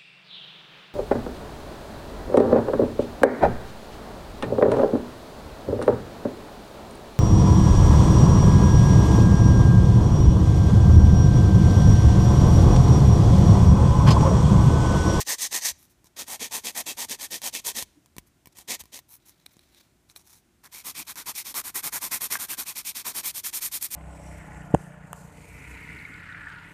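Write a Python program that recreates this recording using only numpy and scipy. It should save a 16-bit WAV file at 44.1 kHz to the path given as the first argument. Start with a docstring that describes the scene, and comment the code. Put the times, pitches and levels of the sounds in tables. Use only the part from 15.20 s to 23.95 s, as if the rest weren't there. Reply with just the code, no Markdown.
"""A padded hand file rasps to and fro over a plastic nail tip, close by in a small quiet room.
Grit strikes the tip in dense showers that bite and swell with each stroke; three grips (edge, side,
free end) colour it. The file taps and knocks, coarse grains snap off, the arm shakes the table.
Between bouts the fingers turn the tip: light brushes, nail clicks, skin rubs, soft bumps of the hands."""
import sys
import numpy as np
from scipy import signal
from scipy.fft import rfft, irfft
from scipy.io import wavfile
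from scipy.ndimage import uniform_filter1d

SR = 44100
rng = np.random.default_rng(int(sys.argv[2]) if len(sys.argv) > 2 else 0)


def master_out(mix):
    """Clip the mix to full scale and print it as 16-bit PCM to the path in sys.argv[1]."""
    frames = np.transpose(np.atleast_2d(mix))
    ceiling = np.clip(frames, -1, 1)
    pcm = np.round(ceiling * 32767).astype(np.int16)
    wavfile.write(sys.argv[1], SR, pcm)


N = 385875
T = np.arange(N) / SR
HZ = np.maximum(np.fft.rfftfreq(N, 1 / SR), 1)
TOP_HZ = 15250
EDGE_SPAN_S, SIDE_SPAN_S, END_SPAN_S = (-1, 0.7), (0.7, 5), (5, 9)

# file strokes, pull and push in turn: (start [s], end [s], relative level [dB], contact resonance [Hz])
STROKES = [(-.064, .025, -28.5, 1190), (.063, .156, -27.5, 513), (.184, .277, -27.5, 3460),
           (.312, .396, -26.5, 900), (.412, .518, -27, 2390), (.964, 1.043, -35, 1380),
           (1.068, 1.168, -36.5, 740), (1.196, 1.279, -31.5, 2280), (1.309, 1.398, -33, 880),
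           (1.437, 1.513, -32.5, 2310), (1.548, 1.619, -31.5, 704), (1.66, 1.736, -32.5, 2600),
           (1.77, 1.854, -32, 910), (1.886, 1.96, -34, 1830), (1.988, 2.069, -35.5, 1760),
           (2.105, 2.184, -32.5, 1860), (2.218, 2.296, -31.5, 575), (2.326, 2.404, -34, 2480),
           (2.442, 2.518, -31.5, 447), (2.546, 2.636, -29, 1780), (3.351, 3.43, -51, 790),
           (3.478, 3.565, -31, 2070), (3.592, 3.614, -43.5, 1240), (3.72, 3.797, -41.5, 1920),
           (5.434, 5.478, -50.5, 1660), (5.514, 5.625, -43.5, 2200), (5.64, 5.722, -36.5, 1130),
           (5.744, 5.832, -37, 2420), (5.867, 5.929, -39, 1520), (5.957, 6.033, -38.5, 1480),
           (6.058, 6.123, -35.5, 1010), (6.142, 6.227, -34.5, 2170), (6.245, 6.327, -38, 556),
           (6.342, 6.416, -34.5, 1130), (6.438, 6.508, -39, 1470), (6.542, 6.609, -35, 2060),
           (6.626, 6.695, -34.5, 630), (6.72, 6.788, -32.5, 1690), (6.81, 6.885, -34, 1040),
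           (6.908, 6.981, -32, 1980), (7.004, 7.075, -32.5, 550), (7.1, 7.174, -32, 2060),
           (7.187, 7.259, -35.5, 1540), (7.283, 7.351, -35.5, 2900), (7.371, 7.441, -35.5, 1520),
           (7.455, 7.528, -36, 2570), (7.551, 7.619, -36.5, 2210), (7.644, 7.721, -34.5, 2410),
           (7.745, 7.824, -36.5, 1810), (7.844, 7.923, -34, 458), (7.943, 8.012, -32, 630),
           (8.031, 8.114, -32.5, 1900), (8.139, 8.211, -37, 610), (8.233, 8.301, -33.5, 1790),
           (8.326, 8.395, -34.5, 1770), (8.407, 8.488, -33.5, 1850), (8.514, 8.585, -35, 1550),
           (8.609, 8.673, -35, 1780), (8.704, 8.78, -35.5, 1710)]
# pull row, push row: (effort centre [0-1], bite [0-1], body [dB], ring [dB], hiss [dB], resonance [dB])
EDGE_PULL_PUSH = [(.5, .2, -3.5, -3.5, 1, 3), (0.45, 0.12, 2.5, 0, 1, 4)]
SIDE_PULL_PUSH = [(0.52, 0.27, 0, 0.5, 0.6, 4.6), (0.44, 0.39, 2.3, -3.5, -2, 6.5)]
END_PULL_PUSH = [(.47, 1, 0.88, -.5, 0, 4.8), (.47, 0.35, 0.74, -0.18, 0.01, 6.7)]
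# stroke trends, body and ring together, then fine hiss: (time [s], relative level [dB])
FULLNESS = [(.5, 10), (1.0, 3), (1.8, 2.5), (2.05, 0.5), (2.6, -0.5), (3.5, 2), (3.75, 1), (5.45, 7.5),
            (5.58, -2.5), (6.07, 2.5), (6.19, -7.5), (6.37, 4), (7.15, 1.5), (7.4, 1.5), (7.68, -6.5),
            (7.92, 1), (8.07, -4), (8.75, -5.5)]
FINE_HISS = [(3.8, -3), (5.5, -4.5), (6.2, -3.5), (6.45, .5), (7.35, -0.5), (7.65, -4), (8.25, -.5),
             (8.75, 2)]
# broad spectra: (frequency [Hz], gain [dB])
EDGE_COLOUR = [(59, -49), (100, -22), (1090, -16), (1460, -15.5), (1840, -14), (2990, -6), (6220, 2),
               (10500, -3), (12200, -4), (15000, -10)]
SIDE_COLOUR = [(59, -28), (100, -7), (217, -9.5), (923, -4), (1320, -8.5), (1840, -8), (2920, -1.5),
               (6350, -3.5), (12200, 0.5), (15000, -8)]
END_COLOUR = [(59, 4), (100, -5), (285, -14), (513, -17.5), (1020, -4.5), (1660, -8), (2470, -8),
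              (2920, -6), (11700, -1), (15000, -7)]
BRUSH_COLOUR = [(300, -23), (800, -1), (1500, -4), (3000, -6), (6000, -2), (10000, 0.5), (12300, -1),
                (15000, -6)]
SKIN_COLOUR = [(500, -8), (1200, -9), (2200, -1), (3000, -6.5), (3900, 2.5), (4800, -5), (6000, -3.5),
               (7500, -9), (10000, -10), (15000, -9)]
ROOM_COLOUR = [(24, -59), (40, -3), (119, -5), (270, -9.5), (355, -7), (412, -17.5), (527, -20.5),
               (582, -17), (784, -19.5), (1260, -23), (1390, -21), (1780, -23.5), (4790, -28),
               (8270, -27.5), (15000, -34)]
# resonances and hollows of tip and file: (frequency [Hz], width [Hz], gain [dB])
EDGE_BELLS = [(950, 250, 1.5), (1400, 350, -8), (1858, 260, 7.5), (2850, 1300, -1.5), (6230, 200, 3),
              (6400, 440, 1.5), (8550, 500, 2.5), (10500, 900, -5), (12200, 1600, 0.5)]
SIDE_BELLS = [(232, 86, 8), (734, 370, -1), (915, 700, 2), (1360, 440, -4), (1850, 144, 7.5),
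              (2240, 240, 1), (2890, 280, -7), (3030, 370, 1.5), (6300, 1360, 5), (8550, 2450, 2.5),
              (10460, 550, -7), (12000, 1500, -1.5)]
END_BELLS = [(300, 380, 7), (534, 430, 0.5), (884, 380, 3), (2313, 820, 4), (2846, 300, -4.5),
             (3080, 440, 0), (4910, 190, -4.5), (5560, 1000, 1), (7800, 620, -2.5), (9100, 2300, 1.5),
             (10460, 610, -4), (13100, 2400, 3.5)]
BRUSH_BELLS = [(930, 150, 6), (2350, 380, 4), (3940, 700, 5), (5500, 500, 5.5), (6200, 810, 6)]
# file catches or taps the tip: (time [s], level [dB], relative thud [dB])
TAPS = [(0.316, -27, -35), (0.844, -40, -23), (1.771, -32, -38), (2.218, -22.5, -40), (2.566, -19, -47),
        (2.625, -14.5, -43), (2.86, -38.5, -43), (2.966, -27, -23), (2.983, -20.5, -24), (3.258, -30, -35),
        (3.272, -29, -25), (3.386, -30, -29), (3.606, -28, -36), (3.638, -38, -22), (3.656, -35, -29),
        (3.79, -26, -42), (4.2608, -35.5, -44), (4.368, -44.5, -13.5), (5.527, -35, -42), (5.957, -27, -36),
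        (6.059, -32, -37), (6.343, -18, -46)]
# single blows: (time [s], level [dB])
GRAIN_SNAPS = [(1.603, -20), (1.7895, -21), (1.897, -21), (2.112, -22), (3.5475, -20), (6.0645, -26),
               (7.0187, -12)]
NAIL_CLICKS = [(4.2635, -26), (4.393, -38.5), (4.547, -40.5), (4.899, -36), (4.962, -27), (4.9645, -36),
               (4.972, -43)]
FILE_KNOCKS = [(7.155, -14), (7.238, -32), (7.334, -27)]
HAND_BUMPS = [(.512, -45), (2.62, -49), (2.969, -47), (2.986, -48), (3.61, -48)]
# modes rung by taps and blows: (frequency [Hz], t60 [s], relative level [dB])
TIP_MODES = [(750, .025, -8), (1000, 0.022, 5.5), (1870, 0.016, 1), (2260, 0.054, -6)]
FINGER_MODES = [(179, 0.03, -0.5), (286, 0.0085, 11), (404, 0.0032, 7)]
SNAP_MODES = [(6500, .0015, -21), (9900, 0.004, 2), (11500, 0.0054, 6)]
CLICK_MODES = [(2460, 0.018, -6), (3940, 0.011, 2.5), (4100, 0.014, -2), (4320, 0.011, -3),
               (5570, 0.01, -2), (8150, 0.011, -8), (8900, 0.0086, 1), (9160, .01, -5), (12100, .007, -3)]
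KNOCK_MODES = [(960, 0.021, -33), (1170, 0.04, 0), (1460, 0.016, 1), (1590, 0.12, -6), (1660, .016, 9),
               (2050, .02, -9)]
BUMP_MODES = [(53.7, 0.3, -7), (74, 0.12, 4), (125, 0.044, -8.5)]
# light passes over the tip: (start [s], end [s], relative level [dB], hiss [dB])
BRUSHES = [(0.57, 0.68, -63.5, 7), (0.69, 0.74, -69, 7), (0.843, 0.89, -61.5, -3), (3.06, 3.095, -68.5, 6),
           (3.32, 3.336, -60.5, -6), (3.879, 3.985, -57.5, 11), (4.047, 4.122, -57, 5),
           (4.32, 4.343, -70.5, 15), (4.881, 4.932, -58, -4), (4.953, 4.985, -53, 9),
           (4.972, 5.036, -61.5, -1), (5.029, 5.222, -58, 2)]
# fingers slide over tip and file: (time [s], relative level [dB])
SKIN_SLIDE = [(4.0, -71), (4.2, -71), (4.33, -63.5), (4.48, -68), (4.6, -59.5), (4.7, -73), (4.82, -100)]
# fingertip slips on the file: (start [s], end [s], level [dB])
FINGER_RUBS = [(2.755, 2.817, -59), (5.761, 5.84, -51.5)]


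def filing(strokes, spectrum, gain_db, swell, overrun_s, bite_s, grit_db, chatter_db, creep_db):
    """Each stroke breaks loose, speeds up and stops; its contact point picks out two resonances."""
    onset_s, snag_db = 0.0055, 2.0
    upper_ratio, upper_spread_oct = 2.69, 0.22
    rasp, out = grit(spectrum, grit_db, chatter_db), np.zeros(N)
    bands = np.diff([np.zeros_like(HZ), below(606), below(2250), below(6470), np.ones_like(HZ)], axis=0)
    skip = wander(450)
    body, tone, scratch, hiss = (shape(rasp, band) * undb(0.8 * wander(60)) for band in bands)
    for start, end, db, centre, bite, body_db, ring_db, hiss_db, contact_hz, peak_db in strokes:
        start -= overrun_s / 2
        now, speed, effort = hand_pass(start, end + overrun_s, centre, swell)
        # a light or slow file skips from grain to grain
        light_db = np.clip(-0.2 * (db + 37.5), 0, 2)
        effort = effort * undb((light_db + snag_db * (1 - speed)) * skip[now])
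        # stuck at the turn, it starts with a jerk
        t = T[:len(effort)]
        onset = 1 - np.exp(-(t / onset_s) ** 2)
        effort = unit_rms((effort + bite * np.exp(-t / bite_s)) * onset)
        # a slow file still shakes the body; fine hiss needs speed
        pace = 0.65 + speed
        low = undb(body_db) * body[now] * pace ** -0.35 + undb(ring_db) * tone[now] * pace ** -0.2
        high = scratch[now] + undb(hiss_db) * hiss[now] * pace ** 0.48
        stroke = np.pad(effort * (low + high), (0, SR // 100))
        upper_hz = min(contact_hz * upper_ratio * 2 ** (upper_spread_oct * rng.standard_normal()), TOP_HZ)
        stroke = contact_resonance(stroke, contact_hz, peak_db, q=7, glide_oct=0.06)
        stroke = contact_resonance(stroke, upper_hz, peak_db=2, q=12, glide_oct=0.08)
        add(out, start, undb(db + gain_db) * stroke)
    return out + creep(rasp, out, creep_db)


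def grip_strokes(span_s, pull_push, bite_spread_db=1.5):
    """Strokes of one grip, voiced by direction and time; some stick harder at the turn."""
    for k, (start, end, db, contact_hz) in enumerate(STROKES):
        if span_s[0] <= start < span_s[1]:
            centre, bite, body_db, ring_db, hiss_db, peak_db = pull_push[k % 2]
            middle_s = (start + end) / 2
            fullness_db = np.interp(middle_s, *np.transpose(FULLNESS))
            body_db += 0.83 * fullness_db
            ring_db += 1.15 * fullness_db
            hiss_db += np.interp(middle_s, *np.transpose(FINE_HISS))
            bite *= undb(bite_spread_db * rng.standard_normal())
            yield start, end, db, centre, bite, body_db, ring_db, hiss_db, contact_hz, peak_db


def grit(spectrum, grit_db, chatter_db, grains_per_s=24000, catches_per_s=60, catch_db=10):
    """Uneven grains hit the tip, bunched by chatter; a few coarse ones catch. 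Rms 1 in 3-9 kHz."""
    hits = (rng.random(N) < grains_per_s / SR) * rng.standard_normal(N)
    size_db = grit_db * np.minimum(rng.exponential(size=N), 6) + chatter_db * wander(330)
    pressure_db = 0.8 * wander(70)
    catches = (rng.random(N) < catches_per_s / SR) * undb(catch_db + 2 * wander(200))
    radiation = 1 - below(150, order=3)  # a small tip radiates little bass
    rasp = shape(hits * undb(size_db + pressure_db) + catches, spectrum * radiation)
    return rasp / np.std(shape(rasp, below(9000) - below(3000)))


def contact_resonance(x, hz, peak_db, q, glide_oct):
    """A narrow resonance shifts up or down as the contact point moves."""
    step = 2 ** (glide_oct * rng.standard_normal())
    early, late = (bandpass(x, min(f, TOP_HZ), q) for f in (hz / step, hz * step))
    moving = early + np.linspace(0, 1, len(x)) * (late - early)
    return x + (undb(peak_db) - 1) * moving


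def creep(rasp, stroke_sound, db):
    """The file stays on the tip at the turns and scratches faintly between close strokes."""
    reach = SR // 20
    power = uniform_filter1d(stroke_sound ** 2, size=reach)
    before, after = np.pad(power, (reach, 0))[:N], np.pad(power, (0, reach))[reach:]
    pressure = np.sqrt(np.abs(np.minimum(before, after)))
    return rasp * pressure * undb(db + 3 * wander(150))


def taps(thud_gain_db=13, ring_db=-15, scuff_db=-12, tick_s=0.0005, scuff_s=0.0063):
    """The file taps the tip: dry tick, brief scuff, short ring, thud in the fingers."""
    ticks, rings, t = np.zeros(N), np.zeros(N), T[:SR // 50]
    envelope = np.exp(-t / tick_s) + undb(scuff_db) * np.exp(-t / scuff_s)
    for time_s, db, thud_db in TAPS:
        tick = rng.standard_normal(len(t)) * envelope
        add(ticks, time_s, undb(db) * tick / np.abs(tick).max())
        thud = undb(db + thud_db + thud_gain_db) * ring(FINGER_MODES)
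        add(rings, time_s, thud + undb(db + ring_db) * ring(TIP_MODES))
    return shape(ticks, 1 - below(1700, order=3)) + rings


def knocks(cutoff_hz=650):
    """The file clacks against the tip, hollow and without bass."""
    return shape(blows(FILE_KNOCKS, KNOCK_MODES), 1 - below(cutoff_hz, order=4))


def blows(events, modes):
    """Single blows ring one set of modes."""
    out = np.zeros(N)
    for time_s, db in events:
        add(out, time_s, undb(db) * ring(modes))
    return out


def ring(modes, detune=0.005):
    """Decaying modes after one blow, peak 1."""
    t, out = T[:SR // 4], np.zeros(SR // 4)
    for hz, t60_s, db in modes:
        hz *= 1 + detune * rng.standard_normal()
        out += undb(db) * np.sin(2 * np.pi * hz * t) * undb(-60 * t / t60_s)
    return out / np.abs(out).max()


def brushes(gain_db=-5.0):
    """Barely touching passes: a soft swish with no body."""
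    spectrum = colour(BRUSH_COLOUR, BRUSH_BELLS)
    rasp = grit(spectrum, grit_db=3.0, chatter_db=1.0, grains_per_s=12000, catch_db=0)
    dull, out = shape(rasp, below(10600)), np.zeros(N)
    hiss = rasp - dull
    for start, end, db, hiss_db in BRUSHES:
        now, _, effort = hand_pass(start, end, centre=0.48, swell=1.34)
        add(out, start, undb(db + gain_db) * effort * (dull[now] + undb(hiss_db) * hiss[now]))
    return out


def finger_rubs():
    """A fingertip slips on the padded file: a low, hollow rub."""
    friction = shape(rng.standard_normal(N), below(330))
    rub, out = unit_rms(bandpass(friction, hz=295, q=6)), np.zeros(N)
    for start, end, db in FINGER_RUBS:
        now, _, effort = hand_pass(start, end, centre=0.43, swell=0.86)
        add(out, start, undb(db) * effort * rub[now])
    return out


def skin_slide(gain_db=-1):
    """Skin slides unevenly over the plastic."""
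    friction = rng.standard_normal(N) * undb(3 * wander(200) + 2 * wander(25))
    level_db = np.interp(T, *np.transpose(SKIN_SLIDE), left=-120, right=-120)
    return undb(level_db + gain_db) * unit_rms(shape(friction, colour(SKIN_COLOUR)))


def table_shake(rasp, db=-32, cutoff_hz=120):
    """The working arm shakes the table, more under hard strokes."""
    force = np.sqrt(np.abs(uniform_filter1d(rasp ** 2, size=SR // 6)))
    rumble = unit_rms(shape(rng.standard_normal(N), below(cutoff_hz, order=3)))
    return undb(db) * force * rumble


def reverb(x, wet_db=-26, t60_s=0.62, delay_s=0.007, cutoff_hz=9000):
    """The walls return a faint, short, duller tail."""
    tail = rng.standard_normal(N) * undb(-60 * T / t60_s) * (T > delay_s)
    tail = tail[:SR] / np.linalg.norm(tail)
    return undb(wet_db) * shape(signal.fftconvolve(x, tail)[:N], below(cutoff_hz, order=2))


def room_tone(db=-65.5):
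    """Low steady rumble of the house under a thin hiss."""
    return undb(db + 0.5 * wander(5.1)) * unit_rms(shape(rng.standard_normal(N), colour(ROOM_COLOUR)))


def hand_pass(start_s, end_s, centre, swell):
    """One pass, rest to rest: samples, speed, effort. A centre below 0.5 leans the effort early."""
    i, j = np.searchsorted(T, [start_s, end_s])
    progress = np.clip((T[i:j] - start_s) / (end_s - start_s), 0, 1)
    speed = np.sin(np.pi * progress) + 1e-3
    lean = np.exp(14 * (centre - 0.5) * (progress - 0.5))
    return slice(i, j), speed, unit_rms(speed ** swell * lean)


def colour(points, bells=()):
    """Gain per frequency: a broad slope plus bell-shaped peaks and dips."""
    hz, db = np.transpose(points)
    slope_db = np.interp(np.log(HZ), np.log(hz), db)
    bells_db = sum(peak * np.exp2(-(2 * (HZ - f) / width) ** 2) for f, width, peak in bells)
    return undb(slope_db + bells_db)


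def below(hz, order=8):
    """Low-pass gain per frequency."""
    return 1 / (1 + (HZ / hz) ** order)


def shape(x, gain):
    """Filter by a gain per frequency."""
    return irfft(rfft(x, N) * gain, N)


def bandpass(x, hz, q):
    """Two-pole resonator."""
    return signal.lfilter(*signal.iirpeak(hz, q, fs=SR), x)


def wander(rate_hz):
    """Random drift, spread near 1."""
    knots = rng.standard_normal(N // 40)
    return 1.3 * np.interp(T * rate_hz, np.arange(len(knots)), knots)


def add(out, time_s, sound):
    """Mix in a short sound."""
    i = max(int(time_s * SR), 0)
    out[i:i + len(sound)] += sound[:max(N - i, 0)]


def undb(db):
    """Decibels to gain."""
    return 10 ** (np.asarray(db) / 20)


def unit_rms(x):
    """Scale to rms 1."""
    return x / np.sqrt(np.mean(x ** 2))


def scene():
    """Filing in three grips, small hand noises, the room."""
    edge = filing(grip_strokes(EDGE_SPAN_S, EDGE_PULL_PUSH), colour(EDGE_COLOUR, EDGE_BELLS),
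                  gain_db=-4.0, swell=1.93, overrun_s=0.015, bite_s=0.017,
                  grit_db=0.5, chatter_db=1.23, creep_db=-29)
    side = filing(grip_strokes(SIDE_SPAN_S, SIDE_PULL_PUSH), colour(SIDE_COLOUR, SIDE_BELLS),
                  gain_db=-4.5, swell=1.35, overrun_s=0.01, bite_s=0.0092,
                  grit_db=3.0, chatter_db=-0.06, creep_db=-31.5)
    end = filing(grip_strokes(END_SPAN_S, END_PULL_PUSH), colour(END_COLOUR, END_BELLS),
                 gain_db=-5.5, swell=1.0, overrun_s=0.0062, bite_s=0.003,
                 grit_db=2.2, chatter_db=0.47, creep_db=-33)
    hits = taps() + blows(GRAIN_SNAPS, SNAP_MODES) + blows(NAIL_CLICKS, CLICK_MODES)
    hits += knocks() + blows(HAND_BUMPS, BUMP_MODES)
    near = edge + side + end + hits + table_shake(side + end) + brushes() + skin_slide() + finger_rubs()
    return (near + reverb(near) + room_tone())[None]


def record(dry):
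    """A phone thins the deepest bass and cuts the top steeply."""
    thin = signal.sosfilt(signal.butter(4, 39, "high", fs=SR, output="sos"), dry)
    return signal.sosfilt(signal.ellip(10, 0.1, 80, TOP_HZ, fs=SR, output="sos"), thin)


dry = scene()
out = record(dry)
master_out(out)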